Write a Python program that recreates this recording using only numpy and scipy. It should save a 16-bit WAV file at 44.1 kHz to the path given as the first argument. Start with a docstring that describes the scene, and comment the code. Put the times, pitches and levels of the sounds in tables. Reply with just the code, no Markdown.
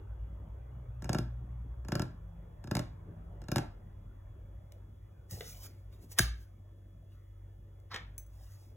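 """Fingers of two hands drum four rolls on a tabletop: each nail clicks, then the board thumps.
A paper card hisses aside and is slapped down; there are soft bumps, small knocks and a short scrape,
a finger ring ticks and a hand slides off. The place is a small room with an appliance humming
and engines and tyres in the distance. The two microphone ports are close to the table."""
import sys
import numpy as np
from scipy import signal
from scipy.fft import rfft, irfft, next_fast_len
from scipy.io import wavfile
from scipy.ndimage import uniform_filter1d, map_coordinates

SR = 44100
rng = np.random.default_rng(int(sys.argv[2]) if len(sys.argv) > 2 else 0)


def master(y):
    """Save y as 16-bit WAV."""
    cut = np.clip(np.atleast_2d(y).T, -1, 1)
    pcm = np.round(cut * 32767)  # scale
    wavfile.write(sys.argv[1], SR, pcm.astype(np.int16))


N = 386316
TIME = np.arange(N) / SR
AGE = TIME[:SR // 2]  # seconds since a strike

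# swell of the far road: t/s, relative level/dB
ROAD_LEVEL = [(0, -66.5), (0.6, -68), (1.55, -68.5), (2.35, -71), (3.2, -66), (4.0, -72.5), (4.55, -73.5),
              (5.1, -77.5), (6.0, -77), (6.8, -83), (7.5, -80), (8.76, -78.5)]
# bright spectrum of light contact, ticking or sliding: f/Hz, level/dB
CONTACT_COLOUR = [(2500, -18), (4500, -3), (6500, -2.5), (11000, -6), (13000, -3), (15300, -3.5)]


def amp(db):
    """Decibels to gain."""
    return 10 ** (np.asarray(db) / 20)


def unit(x):
    """Scale to rms 1."""
    return x / np.sqrt(np.mean(x ** 2) + 1e-20)


def along(points, hz):
    """Read (f/Hz, value) points on a log frequency axis."""
    freqs, values = np.transpose(points)
    return np.interp(np.log(hz + 1), np.log(freqs + 1), values)


def fade(t60):
    """A decay that loses 60 dB in t60 seconds."""
    return np.exp(-np.log(1000) * AGE / t60)


def gains(rows):
    """A gain curve for each level column of (t/s, level/dB, ...) rows, silent outside them."""
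    times, *levels = np.transpose(rows)
    gate = uniform_filter1d(1. * (TIME >= times[0]) * (TIME <= times[-1]), size=512)
    return [amp(np.interp(TIME, times, db)) * gate for db in levels]


def swell(start, hold, attack, release, sag_db_per_s=0):
    """An envelope straight in dB; attack and release are the seconds for 20 dB."""
    age = TIME - start
    edges = np.maximum(-age, 0) / attack + np.maximum(age - hold, 0) / release
    return amp(-20 * np.minimum(edges, 10) - sag_db_per_s * np.clip(age, 0, hold))


def wobble(rate):
    """A smooth random curve, rate knots a second."""
    return map_coordinates(rng.standard_normal(int(N * rate / SR) + 4), [TIME * rate])


def filtered(x, response):
    """Filter x by a response given as a function of frequency."""
    length = x.shape[-1]
    padded = next_fast_len(length + 8192)
    return irfft(rfft(x, padded) * response(np.fft.rfftfreq(padded, 1 / SR)), padded)[..., :length]


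def noise(colour, size=N):
    """Coloured noise of rms 1."""
    return unit(filtered(rng.standard_normal(size), lambda hz: amp(along(colour, hz))))


def patchy(colour, depth_db):
    """Noise of rms 1 whose bands swell and fade on their own."""
    bands = signal.stft(noise(colour), nperseg=1024)[2]
    patches = uniform_filter1d(rng.standard_normal(bands.shape), size=6, axis=0)
    patches = uniform_filter1d(patches, size=8, axis=1)
    return unit(signal.istft(bands * amp(depth_db * unit(patches)), nperseg=1024)[1][:N])


def burst(colour, t60, rise):
    """A short dying puff of coloured noise."""
    return noise(colour, size=len(AGE)) * fade(t60) * (1 - np.exp(-AGE / rise))


def struck(modes, rise):
    """Damped modes, struck at slightly new strengths each time."""
    waves = sum(amp(db + rng.standard_normal()) * fade(t60) * np.sin(2 * np.pi * hz * AGE)
                for hz, db, t60 in modes)
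    return waves * (1 - np.exp(-AGE / rise))


def add(track, start, sound):
    """Mix a sound into a track, start seconds in."""
    part = track[round(start * SR):][:len(sound)]
    part += sound[:len(part)]


def spread(mid, side):
    """Left and right of a diffuse sound, widest in the midrange."""
    # stereo width: f/Hz, side gain/dB
    width = [(60, -33), (150, -14.5), (300, -8.5), (600, 0.5), (1500, -2.5), (3000, -1.5), (5000, -11.5),
             (15000, -32)]
    side = filtered(side, lambda hz: amp(along(width, hz)))
    return np.array([mid + side, mid - side])


def engine_phase(hz, unsteady=0.0072):
    """The phase of an engine note that wanders a little."""
    return 2 * np.pi * np.cumsum(hz * (1 + unsteady * wobble(5.74))) / SR


def traffic():
    """Far off, engines drone and pull through their gears over the wash of tyres."""
    # droning engine: t/s, f/Hz, fundamental level/dB, octave level/dB
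    drone_path = [(0, 57.7, -41, -61), (.22, 56.2, -39.5, -54.5), (.5, 61.67, -53.5, -56.5),
                  (1.15, 59.4, -39, -39.5), (1.75, 60.17, -40.5, -50), (2.05, 60.4, -44, -62)]
    # pulls in gear: t/s, length/s, starting f/Hz, glide/(Hz/s), level/dB
    gears = [(2.12, 0.32, 158.7, 41, -55), (2.9, 0.4, 151.2, 42, -55), (3.49, 0.7, 42.1, -3, -50),
             (8.02, 0.32, 51, 5, -48)]
    # tyres on the road: f/Hz, level/dB
    tyre_colour = [(250, -16), (550, 1.5), (850, 3), (1300, -1), (2000, -16), (3000, -39), (5000, -52)]
    phase = engine_phase(np.interp(TIME, *np.transpose(drone_path)[:2]))
    fundamental, octave = gains(np.delete(drone_path, 1, axis=1))
    engines = fundamental * np.sin(phase) + octave * np.sin(2 * phase)
    for start, length, hz, glide, db in gears:
        pitch = hz + glide * np.clip(TIME - start, 0, length)
        engines += amp(db) * swell(start, length, attack=0.33, release=0.33) * np.sin(engine_phase(pitch))
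    tyres = spread(patchy(tyre_colour, depth_db=2.5), noise(tyre_colour))
    return engines + amp(-2.5) * gains(ROAD_LEVEL)[0] * tyres


def room_tone(usual_road_db=-75):
    """Rumble and moving air that swell with the road, an appliance's hum and whine, a faint hiss."""
    # spectra of the rumble, the air and the hiss: f/Hz, level/dB
    rumble_colour = [(20, -38), (30, -22.5), (40, -8.5), (52, 2.5), (66, -4), (82, -8.5), (110, -6.5),
                     (150, -22.5), (220, -39), (440, -88)]
    air_colour = [(76, -27), (130, -0.5), (195, -5.5), (251, -12), (365, -12.5), (398, -11.5), (479, -16),
                  (586, -14), (612, -18), (863, -29), (2000, -33.5), (3400, -44), (5200, -62.5),
                  (8800, -120)]
    hiss_colour = [(1500, -10), (2800, -4), (3250, -3), (3400, 2), (3600, -4), (6000, -4), (14000, -4),
                   (15300, 0), (15800, -5), (16200, -20)]
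    # appliance tones: f/Hz, relative level/dB
    hum_tones = [(48.4, -59), (96.9, -52), (333.8, -75.5), (570, -80), (1760, -90), (2080, -96),
                 (3381, -88)]
    road = np.abs(gains(ROAD_LEVEL)[0]) / amp(usual_road_db)
    rumble = amp(-53.5) * road ** 0.6 * spread(noise(rumble_colour), noise(rumble_colour))
    air = amp(-63) * road ** 0.43 * spread(patchy(air_colour, depth_db=4.5), noise(air_colour))
    hum = sum(amp(db + 0.5 + .8 * wobble(2)) * np.sin(2 * np.pi * hz * TIME + 0.099 * wobble(3.1))
              for hz, db in hum_tones)
    return rumble + air + hum + amp(-82.5) * noise(hiss_colour)


def finger_taps(usual_force_db=-30.5, ring_delay_s=.0007, thump_delay_s=0.00684):
    """Close up, the nail clicks and rings the top; the board bends as the fingertip follows."""
    # four rolls of taps: t/s, force/dB, relative click level/dB
    taps = [(1.0216, -38.5, -3.5), (1.043, -38.5, 1.5), (1.054, -38.5, -15), (1.0927, -25.5, -3.5),
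            (1.1303, -31, 4), (1.1464, -23, -11.5), (1.185, -28.5, -2), (1.8481, -44.5, -5.5),
            (1.8843, -34.5, -3), (1.92, -24.5, -6), (1.953, -25, -4), (1.995, -26, -7), (2.0192, -30, -1.5),
            (2.6406, -40.5, -4), (2.6732, -40, -6), (2.7117, -25, -7.5), (2.7514, -27.5, 1.5),
            (2.7681, -28.5, .5), (2.7923, -30.5, 0), (3.4167, -46, -2.5), (3.439, -47, -8),
            (3.484, -34.5, -4), (3.5165, -25.5, -2.5), (3.559, -23, -1), (3.5679, -28.5, -4),
            (3.5818, -25.5, -1.5)]
    # nail click: f/Hz, level/dB
    nail_colour = [(200, -16), (700, 15), (1600, -10.5), (2100, 3), (3100, -3.5), (3700, 5), (4500, 6.5),
                   (5150, 5.5), (5700, 2.5), (7000, 4), (10000, -3.5), (13000, -5), (15000, -7),
                   (16300, -22)]
    # the board's higher ring and its bending modes: f/Hz, level/dB, t60/s
    top_modes = [(463, -14.5, 0.089), (610, -1.5, 0.055), (725, -6, 0.0395), (836, 15, 0.0084),
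                 (1074, -14.5, 0.092), (1370, 0, 0.035), (1554, 4.5, 0.018), (1655, 1.5, 0.023),
                 (2430, -7.5, 0.019), (2804, -8, 0.03), (3840, -19, 0.036), (5370, -6.5, 0.036)]
    bending_modes = [(127.3, -14, 0.17), (159.3, 2, 0.05), (199.3, -5.5, 0.068), (230.6, -6, 0.053),
                     (286, -2.5, 0.041), (330.4, -17.5, 0.0685)]
    out = np.zeros(N)
    for start, force_db, nail_db in taps:
        harder_db = force_db - usual_force_db
        rise = 0.0012 * amp(-0.26 * harder_db)  # gentler taps touch for longer
        ring_db = force_db - 7.5 + 0.11 * harder_db  # harder taps ring more
        add(out, start, amp(force_db + nail_db + 4.5) * burst(nail_colour, t60=0.013, rise=rise))
        add(out, start + ring_delay_s, amp(ring_db) * struck(top_modes, rise=0.0021))
        add(out, start + thump_delay_s, amp(force_db + 6) * struck(bending_modes, rise=0.0036))
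    return out


def knocks():
    """Small knocks, each a click and the brief note of a hollow body."""
    # knocks: t/s, click level/dB, body level/dB
    hits = [(4.72, -56, -79), (5.375, -69, -49), (5.407, -35.5, -40.5), (7.9424, -28, -46),
            (7.9597, -30, -48), (7.974, -44, -60), (8.18, -54, -66)]
    # click: f/Hz, level/dB
    click_colour = [(250, -6), (480, -50), (1050, -18), (1500, -4.5), (2050, -0.5), (2600, -9), (3600, -4),
                    (5400, -14), (8000, -16.5), (10000, -30), (14000, -33)]
    # hollow body: f/Hz, level/dB, t60/s
    body_modes = [(418, -2.5, 0.025), (459, 7, 0.035), (688, -1.5, 0.042)]
    out = np.zeros(N)
    for start, click_db, body_db in hits:
        add(out, start, amp(click_db) * burst(click_colour, t60=0.023, rise=0.0012))
        add(out, start, amp(body_db) * struck(body_modes, rise=0.0023))
    return out


def ring_ticks():
    """A finger ring touches something hard and pings."""
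    # touches: t/s, click level/dB, ping level/dB
    touches = [(4.721, -40, -81), (5.3105, -29.5, -57), (7.8, -55, -88), (8.1798, -30.5, -41),
               (8.264, -62, -66)]
    # metal band: f/Hz, level/dB, t60/s
    metal_modes = [(6100, -19, 0.14), (6250, -4.5, 0.063), (7750, -2.5, 0.028), (10600, 0.5, 0.024),
                   (14200, -3, 0.04), (15660, -2, .06)]
    out = np.zeros(N)
    for start, click_db, ping_db in touches:
        add(out, start, amp(click_db) * burst(CONTACT_COLOUR, t60=0.0091, rise=0.0016))
        add(out, start, amp(ping_db) * struck(metal_modes, rise=0.00043))
    return out


def slides():
    """Paper and skin catch on the table's fine grain; each stroke softens as it slows."""
    # strokes: t/s, hold/s, attack/s, release/s, relative hiss level/dB, relative rub level/dB
    strokes = [(5.311, .23, 0.017, .17, -53, -63.5), (5.635, 0.032, 0.047, 0.014, -57, -62.5),
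               (5.717, 0.043, .05, 0.12, -85, -83), (5.928, 0.0058, 0.031, 0.092, -74.5, -70.5),
               (6.03, 0.017, 0.046, .06, -71.5, -81), (6.119, 0.0092, 0.023, 0.028, -51.5, -60),
               (6.181, .004, .012, .01, -52.5, -41), (6.408, 0.028, 0.1, .08, -73, -79),
               (7.115, .02, 0.036, .15, -84, -77), (8.432, 0.2, 0.19, 0.15, -69, -77.5)]
    # duller rub under the hiss: f/Hz, level/dB
    rub_colour = [(300, -11.5), (600, 1), (1200, -4.5), (2300, -2), (3500, -2), (6000, -14)]
    hiss = unit(patchy(CONTACT_COLOUR, depth_db=2.5) * amp(0.84 * wobble(300) + 2.1 * wobble(33)))
    rub = unit(patchy(rub_colour, depth_db=7) * amp(2.5 * wobble(120)))
    out = np.zeros(N)
    for start, hold, attack, release, hiss_db, rub_db in strokes:
        friction = amp(hiss_db + 3.5) * hiss + amp(rub_db + 1.5) * rub
        out += swell(start, hold, attack, release, sag_db_per_s=10.5) * friction
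    return out


def hand_bumps():
    """The hand lands softly with a dull thud."""
    # landings: t/s, relative level/dB
    landings = [(5.318, -34), (5.333, -37), (5.361, -42.5), (8.332, -60)]
    # thud: f/Hz, level/dB
    thud_colour = [(30, -15), (70, -1), (140, 0), (200, -29), (350, -25), (900, -36), (3000, -84)]
    out = np.zeros(N)
    for start, db in landings:
        add(out, start, amp(db + 3) * burst(thud_colour, t60=0.087, rise=0.0025))
    return out


def card_slap():
    """The card crackles as it flattens; then the hand traps the air under it and shakes the table."""
    # the card's landing: t/s, level/dB, length/s
    landing = [(6.186, -19, 0.0085)]
    # paper crackle: f/Hz, level/dB
    card_colour = [(200, -12), (800, -14.5), (1200, -4), (3000, -2), (4300, 5), (7000, 2), (10000, 2.5),
                   (13000, -8.5), (15000, -0.5), (16300, -6.5)]
    # modes that the flat hand sets ringing: f/Hz, level/dB, t60/s, delay/s
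    palm_modes = [(1640, -13, 0.017, 0.0064), (1460, -26, .012, .007), (1100, -28, 0.012, .004),
                  (661, -33, 0.066, .005), (347, -25, 0.055, .009), (285, -31, 0.019, 0.013),
                  (150, -16.5, 0.036, .0155), (117, -26, .2, .015), (57, -26, 0.58, 0.029)]
    crackle, thud = np.zeros((2, N))
    for start, db, length in landing:
        contact = np.minimum(AGE / .0007, 1) * np.exp(-np.maximum(AGE - length, 0) / .0014)
        add(crackle, start, amp(db) * contact * noise(card_colour, size=len(AGE)))
        for hz, mode_db, t60, delay in palm_modes:
            build = 1 - np.exp(-AGE * hz / .4)  # each mode builds up within its first cycle
            add(thud, start + delay, amp(mode_db) * build * fade(t60) * np.sin(2 * np.pi * hz * AGE))
    return crackle, thud


def scrape():
    """An object is dragged a short way with a rough rasp."""
    # rasp: f/Hz, level/dB
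    rasp_colour = [(250, -14), (480, -14), (720, -2.5), (1150, 1), (2100, -1), (2700, -15), (3800, -5.5),
                   (5400, -10), (8000, -37), (14000, -31)]
    drag = swell(start=7.915, hold=0.05, attack=0.0088, release=0.026)
    return amp(-45) * drag * unit(noise(rasp_colour) * amp(1.7 * wobble(250)))


def room_echo(x, gap_s=0.0066):
    """The small room's answer, a little different for each moment; the top treble dies first."""
    # reverberation time: f/Hz, t60/s
    decay_times = [(100, 0.52), (400, 0.23), (1600, .38), (6000, 0.28), (15000, 0.18)]
    # tone of the reverberation: f/Hz, level/dB
    echo_colour = [(60, -11), (200, -0.5), (600, 2.5), (1600, -1), (3000, -2), (7000, -5.5), (15000, -2)]
    mid_side = np.zeros((2, N))
    block = len(AGE) // 4
    for first in range(0, N, block):
        hz, age, bands = signal.stft(rng.standard_normal((2, len(AGE))), SR, nperseg=256)
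        decay = np.exp(-np.log(1000) * age / along(decay_times, hz)[:, None])
        tails = signal.istft(bands * decay * amp(along(echo_colour, hz))[:, None], SR, nperseg=256)[1]
        for track, tail in zip(mid_side, tails):
            answer = signal.fftconvolve(x[first:first + block], tail / np.linalg.norm(tail))
            add(track, first / SR + gap_s, answer)
    return spread(*mid_side)


def scene():
    """The table up close, its echo in the room, and the far road and room tone behind."""
    taps = finger_taps()
    crackle, thud = card_slap()
    handling = scrape() + hand_bumps() + knocks() + ring_ticks()
    sliding = slides()
    direct = taps + crackle + thud + handling + sliding
    echo = room_echo(amp(-12) * taps + amp(-8) * crackle + amp(-17.5) * thud
                     + amp(-10) * handling + amp(-12.5) * sliding)
    return direct + echo + traffic() + room_tone()


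def record(dry, low_cut_hz=33, top_hz=16300):
    """Two microphone ports, the left leading in the treble; the deepest bass and the very top are cut."""
    # balance of the ports: f/Hz, left minus right level/dB
    port_balance = [(150, 0.37), (350, 1.15), (600, -1.5), (1000, 0.5), (2500, 0), (5000, -0.13)]
    # phase between the ports: f/Hz, left lead/rad
    port_phase = [(0, 0), (1800, .15), (3300, 1.2), (4500, np.pi), (17600, 7 * np.pi)]

    def ports(hz):
        """Left and right response, each port taking half of the level and phase offset."""
        halves = [.5, -.5]
        gain = amp(np.outer(halves, along(port_balance, hz)))
        phase = np.outer(halves, np.interp(hz, *np.transpose(port_phase)))
        return gain * np.exp(1j * phase) / (1 + (hz / top_hz) ** 140)

    low_cut = signal.butter(4, low_cut_hz, "highpass", fs=SR, output="sos")
    return filtered(signal.sosfilt(low_cut, dry), ports)


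dry = scene()
out = record(dry)
master(out)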